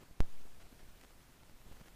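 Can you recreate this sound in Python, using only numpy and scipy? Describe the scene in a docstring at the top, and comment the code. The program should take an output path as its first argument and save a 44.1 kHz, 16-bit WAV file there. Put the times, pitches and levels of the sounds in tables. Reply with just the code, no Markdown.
"""A dull knock as the grip slips on a hand-held camera: a pressure step that the microphone slowly lets go. As
the camera is turned, the fingers rustle and bump on it and its case ticks and gives two tiny creaks, all built
from small jumps in pressure. Behind them lies a faint, even wash of wind and water on the open sea, made of
shaped noise."""
import sys
import numpy as np
from scipy import signal
from scipy.fft import rfft, irfft
from scipy.io import wavfile
from scipy.ndimage import uniform_filter1d

SR = 44100
rng = np.random.default_rng(int(sys.argv[2]) if len(sys.argv) > 2 else 0)


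def master(y):
    """Save y as 16-bit WAV."""
    cut = np.clip(np.atleast_2d(y).T, -1, 1)
    pcm = np.round(cut * 32767)  # scale
    wavfile.write(sys.argv[1], SR, pcm.astype(np.int16))


N = 85995

# the slip of the grip: t/s, level/dB
GRIP_KNOCK = (.2047, -20)
# flex of the case building up to the knock: time constant/s, share of the step
CASE_FLEX = [(.00035, 0.19), (.004, 0.23)]
# soft bumps of the hand: t/s, level/dB
HAND_BUMPS = [(.111, -43.5), (.455, -48.5), (0.723, -49.5), (0.832, -47.5), (0.906, -51), (1.666, -45.5),
              (1.714, -42), (1.743, -52), (1.818, -48)]
# finger rustles, and one bright creak of the case at 0.792 s: t/s, length/s, top slip level/dB, brightness f/Hz
GRIP_RUSTLES = [(.005, 0.033, -54.5, 250), (0.204, 0.0034, -40, 3000), (.208, .042, -54, 50),
                (.25, 0.037, -59.5, 200), (0.452, 0.018, -59, 151), (0.644, .015, -60, 170),
                (0.725, .005, -50.5, 200), (0.792, .009, -49, 1500), (0.802, .01, -54.5, 700),
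                (0.871, 0.02, -59, 1200), (1.012, 0.0054, -45, 3500), (1.032, .003, -49, 800),
                (1.657, .04, -62, 80), (1.717, 0.013, -51, 400), (1.766, 0.011, -55, 400),
                (1.805, 0.013, -50, 300), (1.858, 0.026, -54, 500)]
# clear ticks of the case: t/s, level/dB
CASE_TICKS = [(.235, -50), (1.0374, -40), (1.045, -45), (1.049, -42), (1.107, -46.5), (1.434, -43.5),
              (1.497, -45), (1.616, -48), (1.80, -47), (1.884, -40.5)]
# a second, pitched creak of the case, earlier: t/s, length/s, slip rate/Hz, level/dB
CASE_CREAK = (0.6, 0.03, 637.5, -48)
# tone colour of wind and water: f/Hz, relative level/dB
WASH_SPECTRUM = [(20, 3), (60, -9), (150, -14.5), (300, -18), (600, -23), (1200, -25), (2500, -28.5),
                 (5000, -32), (10000, -34.5), (15000, -36)]
# gentle swell of the wash: t/s, relative level/dB
WASH_SWELL = [(0, 1), (.18, -1.5), (.3, 2), (.55, 1), (.9, 1.47), (1.25, 0.13), (1.58, 0.2), (1.75, 1.95),
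              (1.95, 1.2)]


def amp(db):
    """Decibels to gain."""
    return 10 ** (np.asarray(db) / 20)


def unit_rms(x):
    """Scales to an rms of one."""
    return x / np.sqrt(np.mean(x ** 2) + 1e-20)


def add(mix, start, sound):
    """Mixes a sound in at a start time in seconds."""
    part = mix[max(round(start * SR), 0):][:len(sound)]
    part += sound[:len(part)]


def relax(kicks, corner_hz):
    """Each kick is a jump in pressure that leaks away, faster for a higher corner."""
    return signal.lfilter([1], [1, -np.exp(-2 * np.pi * corner_hz / SR)], kicks)


def random_kicks(per_s, spread_db):
    """Scattered kicks of either sign and uneven size, capped at a height of one."""
    chance, size, sign = rng.random((3, N))
    level_db = spread_db * (np.minimum(-np.log(size), np.pi) - np.pi)
    return (chance < per_s / SR) * np.sign(sign - .5) * amp(level_db)


def grip_knock(rise_s=.000021, settle_s=.072):
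    """The case flexes, then gives: a pressure step that sinks back and undershoots once."""
    start, db = GRIP_KNOCK
    t = (np.arange(N) - round(start * SR)) / SR
    flex = sum(share * np.exp(np.minimum(t, 0) / lead) for lead, share in CASE_FLEX)
    step = 1 - np.exp(-np.maximum(t, 0) / rise_s)
    leak = [1, -1], [1, -np.exp(-1 / (settle_s * SR))]
    sinking = signal.lfilter(*leak, flex + step)
    return amp(db) * signal.lfilter(*leak, sinking)  # the second leak makes the undershoot


def hand_bumps(rise_s=.00038, fall_s=.012):
    """Rounded little pressure steps as the hand shifts its hold."""
    t = np.arange(SR // 2) / SR
    bump = np.exp(-t / fall_s) - np.exp(-t / rise_s)
    out = np.zeros(N)
    for start, db in HAND_BUMPS:
        add(out, start, amp(db) * bump)
    return out


def grip_rustles():
    """Clumps of tiny slips, mostly under the fingers, some dull and some crisp; one bright clump is a creak of
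    the case."""
    out = np.zeros(N)
    for start, length, db, brightness_hz in GRIP_RUSTLES:
        slips = random_kicks(per_s=2200, spread_db=2) * (np.arange(N) < length * SR)
        add(out, start, amp(db) * relax(slips[:SR // 10], brightness_hz))
    return out


def case_ticks(stray_db=-52.5):
    """Dry ticks with no ring: a few clear ones among many faint strays."""
    train = amp(stray_db) * random_kicks(per_s=65, spread_db=3.5)
    for start, db in CASE_TICKS:
        add(train, start, amp([db]))
    return relax(train, corner_hz=880)


def case_creak(jitter=.11):
    """A short run of nearly regular slips, fast enough to take on a pitch."""
    start, length, rate, db = CASE_CREAK
    periods = np.cumsum(1 + jitter * rng.standard_normal(64)) - 1
    train = np.zeros(N)
    for delay in periods[periods < length * rate] / rate:
        add(train, start + delay, amp([db]))
    return relax(train, corner_hz=2200)


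def sea_wash(level_db=-59, patch_db=1.04, flutter_db=1.2):
    """A soft noise bed of wind and water with drifting patches; its low mids flutter in the wind."""
    frames, hz = N // 128 + 5, np.fft.rfftfreq(512, 1 / SR)
    real, imag, drift = rng.standard_normal((3, frames, len(hz)))
    slow_drift = uniform_filter1d(drift, size=16, axis=0)
    patches = unit_rms(uniform_filter1d(slow_drift, size=10, axis=1))
    flutter = unit_rms(uniform_filter1d(rng.standard_normal(frames), size=7))[:, None]
    low_mids = hz / (hz + 150) / (1 + hz / 900)  # broad hump from 150 to 900 Hz
    spectra = (real + 1j * imag) * amp(patch_db * patches + flutter_db * flutter * low_mids)
    noise = signal.istft(spectra.T, nperseg=512, noverlap=384)[1][:N]
    f, db = np.transpose(WASH_SPECTRUM)
    colour = amp(np.interp(np.log(np.fft.rfftfreq(N, 1 / SR) + 1), np.log(f), db))
    swell_db = np.interp(np.arange(N) / SR, *np.transpose(WASH_SWELL))
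    return unit_rms(irfft(rfft(noise) * colour, N)) * amp(level_db + swell_db)


def scene():
    """Handling sounds up front and the sea behind, in mono."""
    crackle = grip_rustles() + case_ticks() + case_creak()
    dulled = signal.lfilter(*signal.butter(1, 8300, fs=SR), crackle)  # the case softens the top end
    return (grip_knock() + hand_bumps() + dulled + sea_wash())[None]


def record(dry):
    """A steep high cut at 15380 Hz takes the very top off the mix."""
    high_cut = signal.firwin(511, 15380, window=("kaiser", 9), fs=SR)
    return signal.oaconvolve(dry, high_cut[None], "same")


dry = scene()
out = record(dry)
master(out)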